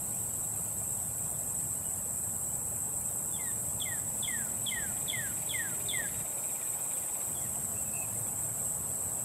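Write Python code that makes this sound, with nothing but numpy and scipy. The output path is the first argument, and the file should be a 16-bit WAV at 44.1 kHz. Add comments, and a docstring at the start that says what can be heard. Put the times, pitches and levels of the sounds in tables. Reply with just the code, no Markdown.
"""Throughout, traffic rumbles far off, air stirs the leaves (all coloured noise) and cicadas buzz (ringing clicks).
Early on, other birds whistle: gliding sines. Then a cardinal sings from a treetop on a summer day: quick high
chirps and long falling slurs, both sines, echoed by the trees; the ground echoes its slurs, branches its chirps.
Meanwhile a far animal trills (pulsed noise in a throat) and a far cardinal answers; late on, birds whistle again.
Both channels are the same, as from a mono microphone."""
import sys
import numpy as np
from scipy import signal
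from scipy.fft import rfft, irfft, next_fast_len
from scipy.io import wavfile
from scipy.ndimage import uniform_filter1d, map_coordinates

SR = 44100
rng = np.random.default_rng(int(sys.argv[2]) if len(sys.argv) > 2 else 0)


def generate_wav(signal):
    """Clip the signal to [-1, 1] and save it as 16-bit WAV at the path in sys.argv[1]."""
    frames = np.transpose(np.atleast_2d(signal))
    scaled = np.clip(frames, -1, 1) * 32767
    pcm = np.round(scaled).astype(np.int16)
    wavfile.write(sys.argv[1], SR, pcm)


N = 407484  # length in samples


def amp(db):
    """Turns dB into a plain factor."""
    return 10 ** (np.asarray(db) / 20)


def unit(x):
    """Scales x to an rms of 1."""
    return x / np.sqrt(np.mean(x ** 2) + 1e-20)


def along(points, hz):
    """Reads a curve of (Hz, value) points on a log pitch axis."""
    f, v = np.transpose(points)
    return np.interp(np.log(hz + 1), np.log(f + 1), v)


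def wobble(rate):
    """A smooth random curve with rate random points a second."""
    points = rng.standard_normal(int(N * rate / SR) + 4)
    return map_coordinates(points, [np.arange(N) * rate / SR])


def spell(start, stop, edge, db):
    """A level change in dB that sets in, holds and goes back; times in seconds."""
    t = np.arange(N) / SR
    return db * np.clip(np.minimum(t - start, stop - t) / edge + .5, 0, 1)


def filtered(x, response):
    """Multiplies the spectrum of x by a response that depends on frequency."""
    m = next_fast_len(N + SR // 2)
    return irfft(rfft(x, m) * response(np.fft.rfftfreq(m, 1 / SR)), m)[..., :N]


def resonances(modes):
    """Response of a few resonances, added with alternating sign; modes are (Hz, width in Hz, dB)."""
    def response(f):
        total = 0
        for k, (center, width, db) in enumerate(modes):
            ring = 1j * f * width / (center * center - f * f + 1j * f * width)
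            total = total + (-1) ** k * amp(db) * ring
        return total
    return response


def patchy(x, patchy_db):
    """Gives x patches of random gain in time and frequency."""
    z = signal.stft(x, nperseg=512)[2]
    field = uniform_filter1d(rng.standard_normal(z.shape), size=3, axis=0)
    field = uniform_filter1d(field, size=5, axis=1)
    return signal.istft(z * amp(patchy_db * unit(field)), nperseg=512)[1][:N]


def rush(spectrum, patchy_db):
    """Patchy noise of rms 1, coloured by a curve of (Hz, dB)."""
    noise = patchy(rng.standard_normal(N), patchy_db)
    return unit(filtered(noise, lambda hz: amp(along(spectrum, hz))))


def add(track, s, hz, db):
    """Adds a sine at s seconds, its pitch and rms level given for every sample."""
    phase = 2 * np.pi * np.cumsum(hz) / SR
    track[round(s * SR):][:len(hz)] += np.sqrt(2) * amp(db) * np.sin(phase)


def traffic():
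    """Far traffic is a deep rumble and a higher road noise, both coloured noise."""
    # Colour of the rumble. Each row: frequency in Hz, relative level in dB per Hz.
    rumble_color = [(13, -49), (22, -34), (60, -6), (114, 0), (156, -2.5), (230, -8.5), (275, -14),
                    (330, -14.5), (430, -40), (730, -120)]
    # Colour of the road noise. Each row: frequency in Hz, relative level in dB per Hz.
    road_color = [(40, -26), (130, -12.5), (270, -6), (400, -4.5), (620, -2), (800, -2.5), (950, -4.5),
                  (1150, -10), (1600, -14.5), (2100, -21.5), (3500, -120)]
    # the rumble drops for about a second
    rumble_db = -48 + spell(6.24, 7.28, edge=.06, db=-7)
    road_db = -52 + 0.214 * np.arange(N) / SR  # rises slowly, in dB per second
    rumble = amp(rumble_db) * rush(rumble_color, patchy_db=0.6)
    return rumble + amp(road_db) * rush(road_color, patchy_db=1.75)


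def engines():
    """Notes of far passing engines: sines with soft ends and a slightly drifting pitch."""
    # Each row: start in seconds, end in seconds, middle pitch in Hz, level in dB.
    notes = [(.4, 1.2, 108.2, -53.5), (2.3, 4.3, 588, -63.5), (3.6, 4.14, 109.8, -53),
             (4.1, 4.95, 219.3, -53.5), (5, 6.6, 609, -61.5), (5.7, 6.046, 400.1, -59.5),
             (6.3, 7.4, 515, -65), (7.45, 8, 215, -56), (7.9, 8.9, 110, -53.5), (7.2, 9.2, 667, -66)]
    track, drift = np.zeros(N), wobble(6)
    for start, stop, hz, db in notes:
        u = np.linspace(0, 1, round((stop - start) * SR))
        swell_db = 20 * np.log10(np.sin(np.pi * u) ** 0.21 + 1e-4)
        drifting_hz = hz * (1 + 0.00437 * drift[round(start * SR):][:len(u)])
        add(track, start, drifting_hz, db + swell_db)
    return track


def leaves():
    """Air in the leaves makes patchy noise that slowly changes in level."""
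    # Strength over time. Each row: time in seconds, level in dB.
    strength = [(0, -59.5), (3, -62), (5, -58), (8, -59), (9.24, -59.5)]
    # Colour of the rustle. Each row: frequency in Hz, relative level in dB per Hz.
    leaf_color = [(800, -49), (1300, -1.5), (1700, -9), (2200, -4.5), (2600, -4.5), (3000, -6.5),
                  (4000, -9), (5000, -10.5), (6000, -7), (7000, -4.5), (9000, -46), (15000, -120)]
    s, db = np.transpose(strength)
    level_db = np.interp(np.arange(N) / SR, s, db)
    return amp(level_db) * rush(leaf_color, patchy_db=3.5)


def cicadas():
    """Countless clicks of the tymbals (drum skins in the body) ring one main resonance."""
    # Resonances before cubing. Each row: frequency in Hz, width in Hz, relative level in dB.
    tymbal = [(8068, 1296, 1.5), (7090, 480, -18)]
    clicks = rng.standard_normal(N) * (rng.random(N) < .3)
    ring = resonances(tymbal)
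    # cubed for the drum, the air sac and the spread of sizes
    buzz = unit(filtered(patchy(clicks, patchy_db=1.55), lambda f: ring(f) ** 3))
    level_db = -36 + 0.23 * wobble(12) + 0.56 * wobble(28)
    return amp(level_db) * buzz


def hissing_insects():
    """Other insects hiss above the cicadas: a broad noise and a thin one."""
    # Colour of the broad hiss. Each row: frequency in Hz, relative level in dB per Hz.
    broad_color = [(7000, -39), (8800, -22), (9150, -17), (9400, 0), (9850, -2.5), (10300, 0), (12000, 0),
                   (13400, -3), (14400, -10), (15000, -20), (15700, -12.5)]
    # Colour of the thin hiss. Each row: frequency in Hz, relative level in dB per Hz.
    thin_color = [(12800, -26), (13500, -21), (13900, 8), (14400, -10), (15000, -15)]
    broad_db = -43.5 + 0.11 * wobble(18) + 0.22 * wobble(30)
    thin_db = -61.5 + spell(4.9, 8.55, edge=.6, db=6)  # stronger for a while
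    broad = amp(broad_db) * rush(broad_color, patchy_db=1.75)
    return broad + amp(thin_db) * rush(thin_color, patchy_db=3.0)


def trill():
    """A far animal puffs noise through a small throat, ever slower, blurred by distance."""
    # Throat resonances. Each row: frequency in Hz, width in Hz, relative level in dB.
    throat = [(2410, 250, 9), (1880, 170, -14), (2980, 600, -10), (3830, 130, 4)]
    count_s = 4.575  # a puff early in the swell, from which the slowing is counted
    full_s, end_s = 5.2, 7.24  # full strength, start of the fade
    fast_per_s, slow_per_s, tires_s = 24.6, 16.5, .69  # the puff rate relaxes from fast to slow
    t = np.arange(N) / SR
    tiring = tires_s * (1 - np.exp(np.minimum(count_s - t, 1) / tires_s))
    beat = slow_per_s * (t - count_s) + (fast_per_s - slow_per_s) * tiring
    puffs = (.5 + .5 * np.cos(2 * np.pi * beat)) ** 2.6
    puffs = puffs * amp(1.6 * wobble(14)) + 0.08  # the blur fills the gaps a little
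    # rises by 13 dB per second, then sags by .5 dB per second
    level_db = -60 + np.minimum(13 * (t - full_s), .5 * (full_s - t))
    level_db = level_db - 60 * np.maximum(t - end_s, 0) / 0.44  # fades by 60 dB in 0.44 s
    return amp(level_db) * unit(filtered(puffs * rng.standard_normal(N), resonances(throat)))


def whistles():
    """Other birds: soft-edged gliding notes that flutter on their long way through the leaves."""
    # Each row: start in seconds, length in seconds, first pitch in Hz, last pitch in Hz,
    # level in dB before the flutter.
    notes = [(1.762, .05, 2956, 2930, -68), (1.835, 0.051, 2957, 2920, -63), (3.0, .12, 2720, 2640, -70),
             (7.762, .045, 2684, 2760, -57), (7.805, 0.17, 2610, 2590, -63.5),
             (7.932, 0.076, 2670, 2675, -52.5), (7.942, 0.105, 2500, 2590, -58),
             (8.002, 0.041, 2620, 2554, -46.5), (8.03, .027, 2620, 2360, -52),
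             (8.062, .07, 2600, 2620, -70)]
    track = np.zeros(N)
    for s, length, first_hz, last_hz, db in notes:
        u = np.linspace(0, 1, round(length * SR))
        edge_db = 20 * np.log10(np.sin(np.pi * u) ** .5 + 1e-4)
        add(track, s, first_hz + (last_hz - first_hz) * u, db + edge_db)
    return track * amp(3.3 * wobble(110))


def answer():
    """A far cardinal with the same kind of syllable, wavering over the distance."""
    return (chirps("far", swell_db=3.5) + slurs("far")) * amp(3.5 * wobble(90))


def chirps(singer, swell_db):
    """One side of the syrinx (voice organ): plunge, hold with a brief dip, level change and drop."""
    # Each row: start in seconds, level in dB before shaping, held pitch in Hz, height of the plunge
    # above it in Hz, attack in seconds, time of the dip after the start in seconds, singer.
    notes = [(3.337, -50.5, 3510, 2, 0.019, .0215, "near"), (3.799, -41.5, 3455, 598, .004, 0.011, "near"),
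             (4.225, -39.5, 3460, 501, 0.0045, 0.019, "near"),
             (4.662, -36.5, 3400, 650, 0.0065, 0.015, "near"),
             (5.078, -36.5, 3450, 800, .005, 0.018, "near"),
             (5.49, -38.5, 3430, 749.5, .004, 0.017, "near"),
             (5.885, -36.5, 3526, 900, .008, 0.023, "near"), (6.52, -63, 3420, 300, .006, .02, "far"),
             (6.94, -61, 3420, 298.5, .006, 0.023, "far"), (7.348, -58, 3420, 301.5, .006, 0.016, "far")]
    plunge_s, sag_hz_per_s = .0022, 2000  # settles on the held pitch, which sags a little
    drop_s, drop_hz_per_s = .0205, 23000  # then the pitch drops away
    track, t = np.zeros(N), np.arange(-.03, .05, 1 / SR)
    for s, db, held_hz, plunge_hz, attack, dip, who in notes:
        if who != singer:
            continue
        above_hz = plunge_hz * np.exp(np.minimum(-t / plunge_s, 2))
        hz = held_hz + above_hz - sag_hz_per_s * np.maximum(t, 0)
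        hz = hz - drop_hz_per_s * np.maximum(t - drop_s, 0)
        attack_db = 15 * np.minimum(t / attack - .5, 0)
        release_db = -60 * np.maximum(t - .032, 0) / .014  # 60 dB fade in .014 s
        # the level swells (or fades) early in the drop
        change_db = swell_db * np.exp(-((t - 0.023) / 0.0039) ** 2)
        dip_db = -13 * np.exp(-((t - dip) / 0.0023) ** 2)
        height_db = -6 * above_hz / 1000  # fainter the higher above the held pitch
        add(track, s + t[0], hz, db + attack_db + release_db + change_db + dip_db + height_db)
    return track


def slurs(singer):
    """The other side of the syrinx: a steady fall that weakens as it sinks; some break off early."""
    # Each row: start in seconds, level in dB before shaping, fall in octaves per second, time of
    # breaking off in seconds, overtone level in dB before the bill acts, singer.
    notes = [(3.388, -52, 2.3, .128, -9, "near"), (3.854, -45, 2.85, .13, -29.5, "near"),
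             (4.275, -42.5, 3.0, .2, -34, "near"), (4.711, -40.5, 3.07, .21, -34, "near"),
             (5.129, -39.5, 3.2, 0.19, -34, "near"), (5.537, -39, 3.25, 0.2, -30, "near"),
             (5.932, -39, 3.2, 0.135, -36, "near"), (6.57, -62, 3.4, .1, -40, "far"),
             (7.0, -63, 4.2, .11, -40, "far"), (7.41, -61.5, 3.9, 0.058, -38, "far")]
    first_hz, hook_hz, hook_s = 2150, 90.4, 0.00417  # a short hook leads into the fall from above
    bill_hz, bill_width_hz = 3600, 350  # the open bill favours overtones near here
    track, t = np.zeros(N), np.arange(-.008, .27, 1 / SR)
    for s, db, fall, cut, overtone_db, who in notes:
        if who != singer:
            continue
        hz = first_hz * 2 ** (-fall * t) + hook_hz * np.exp(-t / hook_s)
        # the voice thins out below 1850 Hz by 44 dB per octave, 16 dB at most
        weak_db = np.clip(44 * np.log2(hz / 1850), -16, 0)
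        attack_db = 15 * np.minimum(t / 0.0027 - 1, 0)
        release_db = -60 * np.maximum(t - cut, 0) / 0.016  # 60 dB fade in 0.016 s
        level_db = db + weak_db + attack_db + release_db
        bill_db = -6 * ((2 * hz - bill_hz) / bill_width_hz) ** 2
        add(track, s + t[0], hz, level_db)
        add(track, s + t[0], 2 * hz, level_db + overtone_db + bill_db)
    return track


def branches(x):
    """Nearby branches throw back weak copies within 25 ms, in a new spray every 0.4 s."""
    out, step = np.zeros(N + SR), round(.4 * SR)
    for start in range(round(.1 * SR), N, step):
        spray = np.zeros(SR // 20)
        delays_s = rng.uniform(.002, .025, size=9)
        spray[(delays_s * SR).astype(int)] = rng.standard_normal(9)
        part = signal.fftconvolve(x[start:start + step], spray)
        out[start:][:len(part)] += part
    return out[:N]


def cardinal():
    """The near singer: slurs by way of the ground, chirps by way of branches; and what the trees get."""
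    ground_s = .0043  # extra travel time by way of the ground
    high, low = chirps("near", swell_db=7), slurs("near")
    aside = chirps("near", swell_db=-10)  # toward the trees the drop fades instead of swelling
    # the copy off the ground weakens some pitches, so each slur dips and swells as it falls
    grounded = filtered(low, lambda f: 1 + 0.57 * np.exp(-2j * np.pi * f * ground_s))
    high = high + amp(-20) * branches(aside)
    # air in motion makes the level flutter
    near = high * amp(2.0 * wobble(160)) + grounded * amp(.8 * wobble(60))
    return near, aside + amp(-6) * low


def trees(x):
    """Tree crowns scatter sound: each frequency dies at its own speed; moving leaves change the tail."""
    # Each row: frequency in Hz, time to fade by 60 dB in seconds.
    fade_times = [(1200, 0.41), (2200, 0.9), (3400, 0.47), (5000, 0.78)]
    wet, step = np.zeros(N + SR), SR // 5  # a new tail every 0.2 s
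    for start in range(0, N, step):
        piece = x[start:start + step]
        noise = rng.standard_normal(SR // 2)
        if np.abs(piece).max() < 1e-5:  # nothing to echo
            continue
        hz, t, z = signal.stft(noise, SR, nperseg=256)
        # high pitches scatter more, by 4.3 dB per octave
        tilt_db = 4.3 * np.log2(np.clip(hz, 500, 5000) / 5000)[:, None]
        fade_db = -60 * t / along(fade_times, hz)[:, None]
        tail = signal.istft(z * amp(tilt_db + fade_db), SR, nperseg=256)[1]
        part = signal.fftconvolve(piece, tail / np.linalg.norm(tail))
        wet[start + 300:][:len(part)] += part  # 300 samples: about 7 ms later
    return wet[:N]


def scene():
    """Adds all sources and the echoes from the trees, the same in both channels."""
    background = traffic() + engines() + leaves()
    insects = cicadas() + hissing_insects()
    calls, others, far = trill(), whistles(), answer()
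    near, aside = cardinal()
    echoes = trees(aside + amp(2) * far + amp(-10) * others + amp(-5) * calls)
    mix = background + insects + calls + others + far + near + echoes
    return np.array([mix, mix])


def record(dry):
    """The recorder keeps nothing from its band limit of 15650 Hz upward."""
    return filtered(dry, lambda hz: hz < 15650)


dry = scene()
out = record(dry)
generate_wav(out)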